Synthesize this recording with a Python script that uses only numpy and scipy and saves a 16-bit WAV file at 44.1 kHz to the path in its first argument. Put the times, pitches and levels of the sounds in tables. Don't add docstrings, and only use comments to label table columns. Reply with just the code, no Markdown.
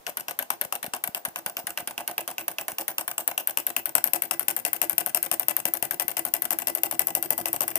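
import sys
import numpy as np
from scipy import signal
from scipy.fft import rfft, irfft
from scipy.io import wavfile
from scipy.ndimage import uniform_filter1d

SR = 44100
rng = np.random.default_rng(int(sys.argv[2]) if len(sys.argv) > 2 else 0)


def store_pcm(level_fs):
    pcm = np.round(np.clip(level_fs, -1, 1) * 32767).astype(np.int16)
    wavfile.write(sys.argv[1], SR, np.atleast_2d(pcm).T)


def voltage_ratio(level):
    return 10 ** (np.asarray(level, float) / 20)


N = 343084


def engine():
    s, speed = strokes()
    # t/s, nearness to crank/dB, nearness to flywheels/dB, rim ring/dB, left minus right/dB
    drift = [
        (0, -9, -11.5, -41, 5),
        (.8, -6.5, -16.5, -41, 5),
        (1.798, -7, -8.5, -36, 0.5),
        (2.598, -6, -9, -34, .5),
        (3.3, -1.5, -12, -34, 4.5),
        (4.1, 2.5, -4, -37, 9.5),
        (5.2, 2.5, -4, -38, 10),
        (6.198, 0, -3, -38, 10),
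        (7.099, 3.5, 1, -34, 8.5),
        (7.78, 1.5, -0.5, -37, 8),
    ]
    when, *columns = np.transpose(drift)
    crank_db, wheel_db, rim_db, pan_db = (np.interp(s, when, c) for c in columns)
    loose = chatter(len(s), forward_s=.036, back_s=.03, scatter_db=6.5)
    return (linkage(s, speed, crank_db, wheel_db, pan_db, loose) + flywheels(s, wheel_db, rim_db, pan_db, loose)
            + board(s, wheel_db, pan_db) + table_rumble(s, wheel_db))


def strokes():
    # t/s, speed/(turns per s)
    flywheel_speed = [(0, 4.715), (.21, 4.596), (.56, 4.46), (.89, 4.797), (1.15, 4.69), (2.28, 5.026),
                      (2.3, 4.877), (2.77, 5.039), (3.2, 5.041), (3.61, 5.171), (3.83, 5.308),
                      (4.56, 5.964), (4.85, 6.086), (5.81, 5.795), (6.36, 5.913), (7.16, 6.412),
                      (7.23, 6.52), (7.78, 6.771)]
    first_knock_s, back_turns = .0651, .49
    t = np.arange(N) / SR
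    speed = np.interp(t, *np.transpose(flywheel_speed))
    turns = np.cumsum(speed) / SR
    turns = turns - np.interp(first_knock_s, t, turns)
    k = np.arange(int(2 * turns[-1]) + 1)
    s = np.interp(k // 2 + k % 2 * back_turns, turns, t)
    return s, np.interp(s, t, speed)


def linkage(s, speed, crank_db, wheel_db, pan_db, loose):
    # f/Hz, width/Hz, level/dB
    pin_modes = [(10720, 2020, -13.5), (12810, 700, -3), (13550, 1170, -11.5)]
    rod_modes = [(4373, 650, -10.5), (6550, 1200, -9.5), (8175, 1440, -18.5), (9965, 880, 6.5)]
    cylinder_modes = [(1516, 180, -0.5), (2358, 203, -7.5), (2580, 370, -6), (3390, 4020, -9)]
    base_modes = [(281, 410, -13.5), (586.3, 147, -4), (720, 44.3, 0), (803, 67, -2), (1063, 580, -9)]
    # forward level/dB, back level/dB, forward and back share of crank nearness [dB/dB],
    # forward and back share of flywheel nearness [dB/dB], scatter/dB
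    pin_knock = (-8.5, -10.5, 1.22, 0.95, -0.3, -0.7, 1)
    rod_knock = (-25.5, -22.5, 1.7, -0.78, -0.57, 0.32, 0.5)
    cylinder_knock = (-26.5, -29.5, -0.1, -0.18, 0.24, -.5, 1.5)
    base_knock = (-31.5, -39.5, 0.75, -0.82, 0.15, 0.42, 2)
    piston_knock = (3, -12, 0, 0, 0, 0, 1)
    collar_knock = (-6, -20, -.1, 0, 0, 0, 1)
    crank_knock = (-10.5, -12.5, 2.4, 1.5, -1.45, -1, 0)
    frame_knock = (-15.5, -12.5, 1.33, 0.2, -1.34, -0.5, 2)
    # t/s, metal level/dB, body level/dB
    accents = [(.065, -7, 3.5), (.17, 2.5, -1.5), (.282, -4, 1.5), (.39, 2.5, -1.5), (.501, 7, 7.5),
               (.723, 4, 3.5), (.828, -12, -3), (.935, -11, 2.5), (1.25, -1.5, 0.5), (1.359, -4, -1),
               (1.774, 0, 3.5), (2.179, 6, 3), (2.381, 1, -3.5), (2.48, 4, -1), (2.88, 1, 0.5),
               (2.981, 0, 3.5), (3.277, 1, 3), (3.951, 4, 5), (4.041, 4.5, 2.5), (4.31, -5, 1),
               (4.65, -4, -0.5), (5.396, 3.5, -1.5), (5.653, -1, 1.5), (6.168, -1.5, 0.5), (6.994, 3.5, 2),
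               (7.151, 2.5, 0.5), (7.226, 0, 2), (7.457, -3.5, -1.5)]
    # f/Hz, width/Hz, lead of the left port [rad]
    piston = (2720, 230, .7)
    collar, crank, frame = (5510, 2000, 3.64), (8220, 820, 3.65), (1030, 820, 0.48)
    passed_s, reach_s = 3.1, 1.2
    small_lag_s = .0009

    count = len(s)
    back = np.arange(count) % 2
    tick_s, tick_db, tick_body_db = rebounds(s, speed, crank_db)
    tick_pan_db = np.interp(tick_s, s, pan_db)
    accent_db = np.zeros((count, 2))
    accent_db[[np.argmin(abs(s - row[0])) for row in accents]] = np.array(accents)[:, 1:]
    metal_db, body_db = accent_db.T

    def knock(rule, extra_db):
        db, crank_share, wheel_share = np.reshape(rule[:-1], (-1, 2))[:, back]
        scatter_db = rule[-1] * rng.standard_normal(count)
        return db + crank_share * crank_db + wheel_share * wheel_db + extra_db + scatter_db

    def push(db, rebound_db, loose_db, width, unlike, decay_s, rise_s, tap=0., lag_s=0.):
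        hit = bursts(count, size=600, decay_s=decay_s, rise_s=rise_s, scatter_db=8.0)
        hit = np.sqrt(1 - tap) * hit + np.sqrt(tap) * signal.unit_impulse(hit.shape[1], idx=24)
        tick = bursts(len(tick_s), size=300, decay_s=.8 * decay_s, rise_s=.7 * rise_s, scatter_db=4)
        usual_db = uniform_filter1d(db, size=9)
        blows = place(s + lag_s * (1 - back), db, width * pan_db, hit, unlike)
        ticks = place(tick_s, tick_db + rebound_db, width * tick_pan_db, tick, unlike)
        return blows + ticks + place(s, usual_db + loose_db, width * pan_db, loose, unlike)

    pin = push(knock(pin_knock, metal_db) + 17.0, 21.9, -17.0, 1.3, 0.33,
               decay_s=0.0012, rise_s=0.00025, lag_s=small_lag_s)
    rod = push(knock(rod_knock, body_db) + 22.5, 13.1, -13.5, 0.81, 0.26, decay_s=0.0038, rise_s=0.00059)
    cylinder = push(knock(cylinder_knock, body_db) + 23, tick_body_db + 15.5, -9.0, 0.88, 0.27,
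                    decay_s=0.0075, rise_s=0.00095)
    base = push(knock(base_knock, body_db) + 28.5, tick_body_db + 16.5, 1.0, 0.54, 0.043,
                decay_s=0.0063, rise_s=0.00025)
    parts = ring(pin, pin_modes, 0.55, 11400, 16490) + ring(rod, rod_modes, 3.77, 1860, 10900)
    parts = parts + ring(cylinder, cylinder_modes, 0.4, 740, 3780) + ring(base, base_modes, 0.044, 224.0, 1190)

    passing_db = -10 * np.log10(1 + ((s - passed_s) / reach_s) ** 2)
    for (hz, width_hz, lead), rule, extra_db, rebound_db, unlike, tap in [
            (piston, piston_knock, passing_db, 4, 0, .9), (collar, collar_knock, 0, 4, .12, .4),
            (crank, crank_knock, body_db, 12, .12, .4), (frame, frame_knock, body_db, 5, .12, .4)]:
        blow = push(knock(rule, extra_db), rebound_db, -24, 1.1, unlike,
                    decay_s=0.0036, rise_s=0.00015, tap=tap, lag_s=small_lag_s)
        parts = parts + ring(blow, [(hz, width_hz, 0)], lead, 0.87 * hz, 1.53 * hz)
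    return parts


def rebounds(s, speed, crank_db):
    # delay t/s, metal level/dB, share of crank nearness [dB/dB],
    # body minus metal level/dB
    forward = [
        (.012, -23.5, 0.45, -6),
        (.021, -27, .7, -6),
        (.0275, -22, 0.39, -8),
        (.032, -31, .1, -1.5),
    ]
    backward = [
        (.013, -31, .9, -2),
        (.0245, -30.5, 0.48, -16),
        (.034, -24, -0.24, -4),
        (.038, -34, 0.35, -2),
    ]
    jitter, scatter_db = .03, 3.2
    rule = np.array([forward, backward])[np.arange(len(s)) % 2]
    draw = rng.standard_normal(rule.shape)
    haste = (np.mean(speed) / speed)[:, None] ** 0.28
    when = s[:, None] + rule[..., 0] * haste * (1 + jitter * draw[..., 0])
    db = rule[..., 1] + rule[..., 2] * crank_db[:, None] + scatter_db * draw[..., 1]
    body_db = rule[..., 3] + scatter_db * draw[..., 2]
    return np.minimum(when, N / SR).ravel(), db.ravel(), body_db.ravel()


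def chatter(count, forward_s, back_s, scatter_db):
    t = np.arange(3000) / SR
    draw = rng.standard_normal((count, 2, 3000))
    last_s = np.where(np.arange(count) % 2, back_s, forward_s)[:, None]
    clumps = np.repeat(draw[:, 1, :75], 40, axis=1)
    return draw[:, 0] * voltage_ratio(scatter_db * clumps - 32) / (1 + np.exp((t - last_s) / .005))


def flywheels(s, wheel_db, rim_db, pan_db, loose):
    # f/Hz, width/Hz, level/dB
    wheel_modes = [(1998, 14, 0), (14888, 35, -5), (15015, 34, -2), (15121, 34, 0), (15234, 35, -7)]
    count = len(s)
    low_db = -63 + 0.58 * wheel_db
    low = place(s, low_db + 29, .7 * pan_db, loose)
    thump = np.tile(np.hanning(9) / 4, (count, 1))
    low = low + place(s, low_db + 51 - 6 * (np.arange(count) % 2), 0.62 * pan_db, thump)
    rattle = loose + .018 * rng.standard_normal(loose.shape)
    high = place(s, rim_db + 27, .7 * pan_db, rattle, .2)
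    click = bursts(count, size=300, decay_s=0.0009, rise_s=0.00018, scatter_db=-4)
    high = high + place(s, rim_db + 29, .7 * pan_db, click, 0.18)
    return ring(low, wheel_modes[:1], 2.0, 1400, 2600) + ring(high, wheel_modes[1:], 1.3, 14300, 20000)


def board(s, wheel_db, pan_db):
    # f/Hz, width/Hz, level/dB
    board_modes = [(337, 22, 0)]
    count = len(s)
    phase = 2 * np.pi * rng.random((count, 1))
    rocking = 0.039 * np.sin(2 * np.pi * board_modes[0][0] * np.arange(3000) / SR + phase)
    lean = (0.88 * rng.standard_normal((count, 3000)) + rocking) * np.hanning(3000)
    lean_db = -49.5 + 1.08 * wheel_db + 10.5 - 5 * (np.arange(count) % 2)
    return ring(place(s - .006, lean_db, 0.033 * pan_db, lean, 0.073), board_modes, 0.47, 284, 400)


def table_rumble(s, wheel_db):
    shake = rng.standard_normal((len(s), 4400)) * np.hanning(4400)
    rumble_db = -60 + 0.88 * wheel_db + 27.5
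    return band(place(s - .012, rumble_db, 3 + 0 * s, shake, 0.13), 95.0, 444)


def puffs():
    # t/s, peak level/dB
    thuds = [(0.657, -41), (0.882, -37.5), (1.092, -35), (1.283, -37), (1.467, -41), (1.646, -42),
             (1.829, -41), (2.73, -45), (4.487, -43), (4.653, -43), (4.936, -42), (4.984, -40),
             (5.318, -37.5), (5.486, -59), (5.658, -35), (5.83, -34), (6.051, -42), (6.339, -55),
             (6.837, -44), (6.942, -39), (6.997, -39), (7.153, -67), (7.312, -39), (7.413, -36),
             (7.546, -39), (7.758, -41)]
    s, db = np.transpose(thuds)
    t = (np.arange(900) / SR - .01) / 0.001125
    wave = (1 - t ** 2) * np.exp(-.5 * t ** 2)
    return band(place(s - .011, db + 2.0, 5 + 0 * s, np.tile(wave, (len(s), 1))), 47, 750)


def room(x):
    level_db, t60_s, build_up_s = -9, 0.13, 0.022
    t = np.arange(9000) / SR
    tail = rng.standard_normal((2, 9000)) * np.exp(-np.log(1000) * t / t60_s) * (1 - np.exp(-t / build_up_s))
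    tail = tail / np.sqrt(np.sum(tail ** 2) / 2)
    tail = colour(tail, [(200, 2), (1000, -0.5), (5000, 0.0), (15400, -8), (15900, -35)])
    return voltage_ratio(level_db) * signal.fftconvolve(x.mean(axis=0, keepdims=True), tail, axes=1)[:, :N]


def hiss():
    # f/Hz, level/dB per Hz
    hiss_colour = [(30, -35), (120, -12), (700, 1), (1500, -11), (4000, -16.5), (11000, -17), (15500, -11),
                   (15900, -45)]
    x = colour(rng.standard_normal((2, N)), hiss_colour)
    return voltage_ratio(-51) * x / np.std(x)


def place(times, db, pan_db, grain, unlike=0.):
    lag_s_per_db = -4.5e-5
    out = np.zeros((2, N + 5000))
    turned = np.where(rng.random(np.shape(grain)) < unlike, -1, 1) * grain
    for t, d, p, *pair in zip(times, db, pan_db, grain, turned):
        for g, port, side in zip(pair, out, (.5, -.5)):
            i = max(int((t + side * p * lag_s_per_db) * SR), 0)
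            port[i:i + len(g)] += g * voltage_ratio(d + side * p)
    return out[:, :N]


def bursts(count, size, decay_s, rise_s, scatter_db):
    t = np.arange(size) / SR
    draw = rng.standard_normal((count, 2, size))
    g = draw[:, 0] * voltage_ratio(scatter_db * draw[:, 1]) * np.exp(-t / decay_s) * (1 - np.exp(-t / rise_s))
    return g / np.sqrt(np.sum(g ** 2, axis=1, keepdims=True))


def ring(push, modes, lead, lo_hz, hi_hz):
    out, energy = 0, 0
    for k, (hz, width_hz, db) in enumerate(modes):
        r = np.exp(-np.pi * width_hz / SR)
        pole = r * np.exp(2j * np.pi * hz / SR)
        out = out + (-1) ** k * signal.lfilter([voltage_ratio(db) * (1 - r)], [1, -pole], push)
        energy += voltage_ratio(2 * db) * (1 - r) / (1 + r) / 2
    turn = np.exp(1j * lead * np.array([[.5], [-.5]]))
    return band((out * turn).imag, lo_hz, hi_hz) / np.sqrt(energy)


def colour(x, points):
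    hz, db = np.transpose(points)
    f = np.arange(x.shape[-1] // 2 + 1) * SR / x.shape[-1] + 1
    return irfft(rfft(x) * voltage_ratio(np.interp(np.log(f), np.log(hz), db)), x.shape[-1])


def band(x, lo_hz, hi_hz):
    return signal.sosfilt(signal.butter(2, [lo_hz, hi_hz], "band", fs=SR, output="sos"), x)


def scene():
    near = engine()
    return near + room(near) + puffs() + hiss()


def low_pass(x):
    return signal.sosfilt(signal.butter(12, 16850, fs=SR, output="sos"), x)


def record(dry):
    heard = colour(dry, [(20, 8.5), (70, -1.0), (15400, -4.5), (15900, -8), (16700, -22), (17000, -50)])
    return low_pass(np.clip(heard, -1, 1))


dry = scene()
out = record(dry)
store_pcm(out)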